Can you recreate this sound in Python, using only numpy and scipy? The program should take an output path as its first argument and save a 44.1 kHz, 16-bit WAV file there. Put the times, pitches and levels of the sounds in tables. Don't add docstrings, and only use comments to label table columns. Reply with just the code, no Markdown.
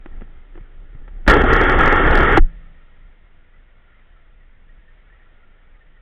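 import sys
import numpy as np
from scipy import signal
from scipy.fft import rfft, irfft, next_fast_len
from scipy.io import wavfile
from scipy.ndimage import uniform_filter1d, map_coordinates

SR = 44100
rng = np.random.default_rng(int(sys.argv[2]) if len(sys.argv) > 2 else 0)


def bounce(signal):
    frames = np.transpose(np.atleast_2d(signal))
    limited = np.clip(frames, -1, 1)
    pcm = np.round(limited * 32767).astype(np.int16)
    wavfile.write(sys.argv[1], SR, pcm)


N = 265041
T = np.arange(N) / SR
START_S, STOP_S = 1.278, 2.381

# time in seconds, sway level in dB.
STEER = [(0.0, -40), (0.162, -26.5), (0.508, -43), (0.56, -31), (0.616, -38.5), (1.196, -32.5),
         (1.25, -28.5)]


def amp(db):
    return 10 ** (np.asarray(db) / 20)


def unit(x):
    return x / np.sqrt(np.mean(x ** 2) + 1e-20)


def since(start_s):
    return np.maximum(T - start_s, 0)


def curves(rows):
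    times_s, *columns = np.transpose(rows)
    return [np.interp(T, times_s, column) for column in columns]


def wobble(knots_per_s):
    knots = rng.standard_normal(int(N * knots_per_s / SR) + 4)
    return map_coordinates(knots, [T * knots_per_s])


def filtered(x, response):
    size = next_fast_len(N + SR // 2)
    spectrum = rfft(x, size) * response(np.fft.rfftfreq(size, 1 / SR))
    return irfft(spectrum, size)[:N]


def coloured(x, points):
    points_hz, points_db = np.transpose(points)
    return filtered(x, lambda hz: amp(np.interp(np.log(hz + 1), np.log(points_hz), points_db)))


def noise(points):
    return unit(coloured(rng.standard_normal(N), points))


def grains(per_s, spread_db):
    hits = rng.random(N) < per_s / SR
    signs = rng.choice([-1, 1], N)
    return hits * signs * amp(spread_db * rng.standard_normal(N))


def fade(start_s, t60_s):
    return (T >= start_s) * amp(-60 * since(start_s) / t60_s)


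def ring(start_s, db, hz, t60_s):
    return amp(db) * fade(start_s, t60_s) * np.sin(2 * np.pi * hz * (T - start_s))


def patchy(x, depth_db, width_hz, life_s):
    hz, times_s, spectra = signal.stft(x, SR, nperseg=1024)
    where = np.meshgrid(hz / width_hz, times_s / life_s, indexing="ij")
    field = map_coordinates(rng.standard_normal((256, 256)), where, order=1, mode="wrap")
    _, uneven = signal.istft(spectra * amp(depth_db * field), SR, nperseg=1024)
    return unit(uneven[:N])


def sealed(x):
    return signal.sosfilt(signal.butter(8, 3500, fs=SR, output="sos"), x)


def housing(force):
    # centre in Hz, width in Hz, level in dB.
    shell_modes = [(298, 130, -2), (400, 210, 3.5), (564, 140, -6), (814, 250, -1.5), (1125.5, 150, -6),
                   (1312, 210, -0.5), (1405, 120, 0), (1660, 180, -2.5), (1837, 170, -3), (1930, 480, -9.5),
                   (2178, 156, -10.5), (2700, 320, -20), (3200, 580, -18)]
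    # frequency in Hz, gain in dB.
    muffle = [(1900, -1.5), (2200, -1), (2430, -1), (3300, -1), (3650, 0.5), (3950, -10.5), (4400, -35),
              (5000, -82.5)]

    def response(f_hz):
        power = sum((amp(db) / (1 + (2 * (f_hz - hz) / width_hz) ** 2)) ** 2
                    for hz, width_hz, db in shell_modes)
        return np.sqrt(power)

    return unit(coloured(filtered(force, response), muffle))


def scrape():
    # time in seconds, level of the gritty bite in dB.
    press = [(1.28, -12.5), (1.422, -18.5), (1.428, -25.5), (1.504, -15.5), (1.704, -16), (1.768, -21.5),
             (1.804, -14.5), (2.02, -18.5), (2.354, -16), (2.37, -13)]
    # frequency in Hz, gain in dB.
    judder_colour = [(20, -10), (45, -2), (68, 3), (100, -7.5), (125, -5), (190, -10.5), (300, -20.5),
                     (800, -77)]
    drag_mean_db, drag_db_per_press_db = -19, .35
    judder_re_drag_db = -2.3
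    dig_db, dig_ease_s = 5, .12
    skip_s, skip_half_length_s, skip_db = 1, .006, -14

    press_db, = curves(press)
    dip_db = skip_db * np.exp(-((T - skip_s) / skip_half_length_s) ** 2)
    bite_db = press_db + dip_db
    mean_press_db = np.mean(press, axis=0)[1]
    drag_db = drag_mean_db + drag_db_per_press_db * (press_db - mean_press_db)
    drag_db = drag_db + dig_db * np.exp(-since(START_S) / dig_ease_s) + dip_db

    slips = housing(grains(per_s=15000, spread_db=0.5))
    slips = patchy(slips, depth_db=1.3, width_hz=130, life_s=.04)
    drag = filtered(slips, lambda hz: 1 / (1 + (hz / 1030) ** 12))
    bite = slips - drag

    grip_db = .9 * wobble(130)
    drag = amp(drag_db) * unit(drag * amp(grip_db + 1.3 * wobble(60)))
    bite = amp(bite_db) * unit(bite * amp(grip_db))
    judder = amp(drag_db + judder_re_drag_db) * unit(noise(judder_colour) * amp(1.9 * wobble(35)))
    contact = (T >= START_S) * np.where(T < STOP_S, 1, fade(STOP_S, t60_s=0.038))
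    return contact * (drag + bite + judder)


def knocks():
    # start in seconds, click level in dB, thud level in dB before
    # thud_trim_db, thud pitch in Hz, click t60 in seconds.
    blows = [(0.0595, -28.5, -29, 348, 0.017), (0.209, -41, -52, 303, 0.027), (0.218, -38, -27, 214, 0.032),
             (0.554, -40, -34, 318, .028), (0.576, -39.5, -32, 340, .035), (0.607, -50, -29, 114, 0.025),
             (0.949, -52, -26.5, 123.7, 0.027), (1.079, -39, -62, 506, 0.048),
             (1.2775, 0.5, -6, 394, 0.033), (1.295, -8, -7.5, 109, 0.052), (1.308, -8.5, -5, 128, .04),
             (1.335, -9.5, -15, 411, .06), (1.437, -24.5, -5, 244.5, .025), (1.875, -8, -20.5, 400, 0.039),
             (2.128, -9, -12, 72, 0.042), (2.212, -30, -8.5, 129.5, 0.021),
             (2.3734, -2.5, -2.5, 778, 0.018), (2.3762, -25, 1.5, 325, 0.031)]
    thud_trim_db = 1.0
    click_rise_t60_s = 0.00074
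    thud_t60_s, thud_s_per_click_s = .02, .8
    graze_s, graze_db = .013, -28.5

    graze = amp(graze_db) * (T > START_S - graze_s) * (T < START_S)
    contact = noise([(100, 5.5), (1000, 2), (3200, -8), (4000, -21.5), (5000, -80)])
    rattle = unit(housing(rng.standard_normal(N)) + amp(-3.5) * contact)
    smear_rad = .5 * wobble(350)

    force = np.zeros(N)
    thuds = np.zeros(N)
    for start_s, click_db, thud_db, thud_hz, click_t60_s in blows:
        force += amp(click_db) * fade(start_s, click_t60_s) * (1 - fade(start_s, click_rise_t60_s))
        swell = 1 - fade(start_s, 2 / thud_hz)
        decay = fade(start_s, thud_t60_s + thud_s_per_click_s * click_t60_s)
        tone = np.sin(2 * np.pi * thud_hz * (T - start_s) + smear_rad)
        thuds += amp(thud_db + thud_trim_db) * swell * decay * tone
    return sealed((force + graze) * rattle + thuds)


def swing(start_s, db, hz, rise_s):
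    u = since(start_s) / rise_s
    return amp(db) * (u * np.exp(1 - u)) ** 2 * np.sin(2 * np.pi * hz * (T - start_s))


def rocking():
    # start in seconds, envelope peak in dB, pitch in Hz, rise in seconds.
    shoves = [(1.273, -1, 42.7, .014), (2.3866, 1.5, 22.96, 0.027)]
    # frequency in Hz, gain in dB.
    swirl_colour = [(20, -5), (45, 1), (70, -3.5), (100, -12), (135, -11.5), (200, -15.5), (400, -28.5),
                    (800, -32.5), (2000, -67)]
    dragged_db, rest_db = -16.3, -48
    settle_db, settle_s = 19.5, .35
    unsteady_free_db, unsteady_dragged_db = 2, 1.4
    swirl_at_0_db_sway_db, swirl_db_per_sway_db = -22.5, .72
    wash_db, wash_t60_s = -33, .35

    steer_db, = curves(STEER)
    free_db = rest_db + settle_db * np.exp(-since(STOP_S) / settle_s)
    stage_db = np.select([T < START_S, T < STOP_S], [steer_db, dragged_db], free_db)
    on_glass = (T > START_S) & (T < STOP_S)
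    unsteady_db = np.where(on_glass, unsteady_dragged_db, unsteady_free_db) * wobble(12)
    sway_db = uniform_filter1d(stage_db, size=SR // 12) + unsteady_db

    sway_hz = 23.81 * np.exp(.25 * wobble(30))
    sway_tone = np.sqrt(2) * np.sin(2 * np.pi * np.cumsum(sway_hz) / SR)
    sway = amp(sway_db + .8 * wobble(43)) * sway_tone
    swirl_gain = amp(swirl_at_0_db_sway_db + swirl_db_per_sway_db * sway_db)
    wash_gain = amp(wash_db) * fade(STOP_S, wash_t60_s)
    swirl = (swirl_gain + wash_gain) * noise(swirl_colour)
    return sway + swirl + sum(swing(*shove) for shove in shoves)


def pane():
    # frequency in Hz, level in dB, t60 in seconds.
    pane_modes = [(166, -37.5, 0.9), (295, -45, .4), (1788, -64.5, 2.4), (1828, -60, 2.2)]
    return sum(ring(STOP_S, db, hz, t60_s) for hz, db, t60_s in pane_modes)


def fingers():
    rub_mean_db, rub_db_per_sway_db = -60.5, 0.43
    steer_db, = curves(STEER)
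    rub_db = rub_mean_db + rub_db_per_sway_db * (steer_db - np.mean(STEER, axis=0)[1])
    slips = housing(grains(per_s=900, spread_db=3))
    slips = coloured(slips, [(350, -2.5), (900, -8), (2500, -11)])
    return (T < START_S) * amp(rub_db) * unit(slips)


def bubbles():
    centres_hz = [1360, 1850]
    from_s, per_s = 3.85, 5.6
    mean_db, spread_db, t60_s = -52, -3.5, 0.13
    span_s = T[-1] - from_s
    pings = np.zeros(N)
    for when, size, mode, detune in rng.random((int(per_s * span_s), 4)):
        start_s = from_s + when * span_s
        hz = centres_hz[int(mode * len(centres_hz))] * (1 + 0.055 * (2 * detune - 1))
        db = mean_db + spread_db * (2 * size - 1)
        onset = 1 - fade(start_s, t60_s=0.0072)
        pings += ring(start_s, db, hz, t60_s) * onset
    return sealed(pings)


def tank():
    # time in seconds, level in dB.
    fizz_level = [(0, -58.5), (1.2, -61), (2.5, -57.5), (3.45, -62), (4.0, -60), (4.5, -62.5), (5.2, -59.5),
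                  (6.0, -62)]
    # frequency in Hz, gain in dB.
    fizz_colour = [(100, -18.5), (300, -2.5), (600, -2.5), (1050, -7.5), (1240, -3), (1370, 1.5),
                   (1560, -3.5), (1880, 1), (2250, -4.5), (2500, -9), (3300, -10.5), (3750, -17),
                   (4400, -47.5), (5000, -100)]
    # frequency in Hz, level in dB about which it wavers.
    pump_tones = [(100, -72), (500.6, -79)]

    fizz_db, = curves(fizz_level)
    stream = noise(fizz_colour)
    resonant = filtered(stream, lambda hz: (hz > 1200) & (hz < 2400))
    gurgle = np.std(resonant) * patchy(resonant, depth_db=4.0, width_hz=80, life_s=.03)
    fizz = amp(fizz_db) * (stream - resonant + gurgle)

    hum = np.zeros(N)
    for hz, db in pump_tones:
        hum += amp(db + 1.5 * wobble(1.7)) * np.sqrt(2) * np.sin(2 * np.pi * hz * T)
    return fizz + bubbles() + hum


def scene():
    on_glass = sealed(scrape() + rocking() + pane())
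    return (on_glass + knocks() + fingers() + tank())[None]


def record(dry):
    ceiling, knee = .72, 24
    clipped = dry[0] / (1 + np.abs(dry[0] / ceiling) ** knee) ** (1 / knee)
    hiss = amp(-103) * rng.standard_normal(N)
    return filtered(clipped + hiss, lambda hz: hz < 15900)[None]


dry = scene()
out = record(dry)
bounce(out)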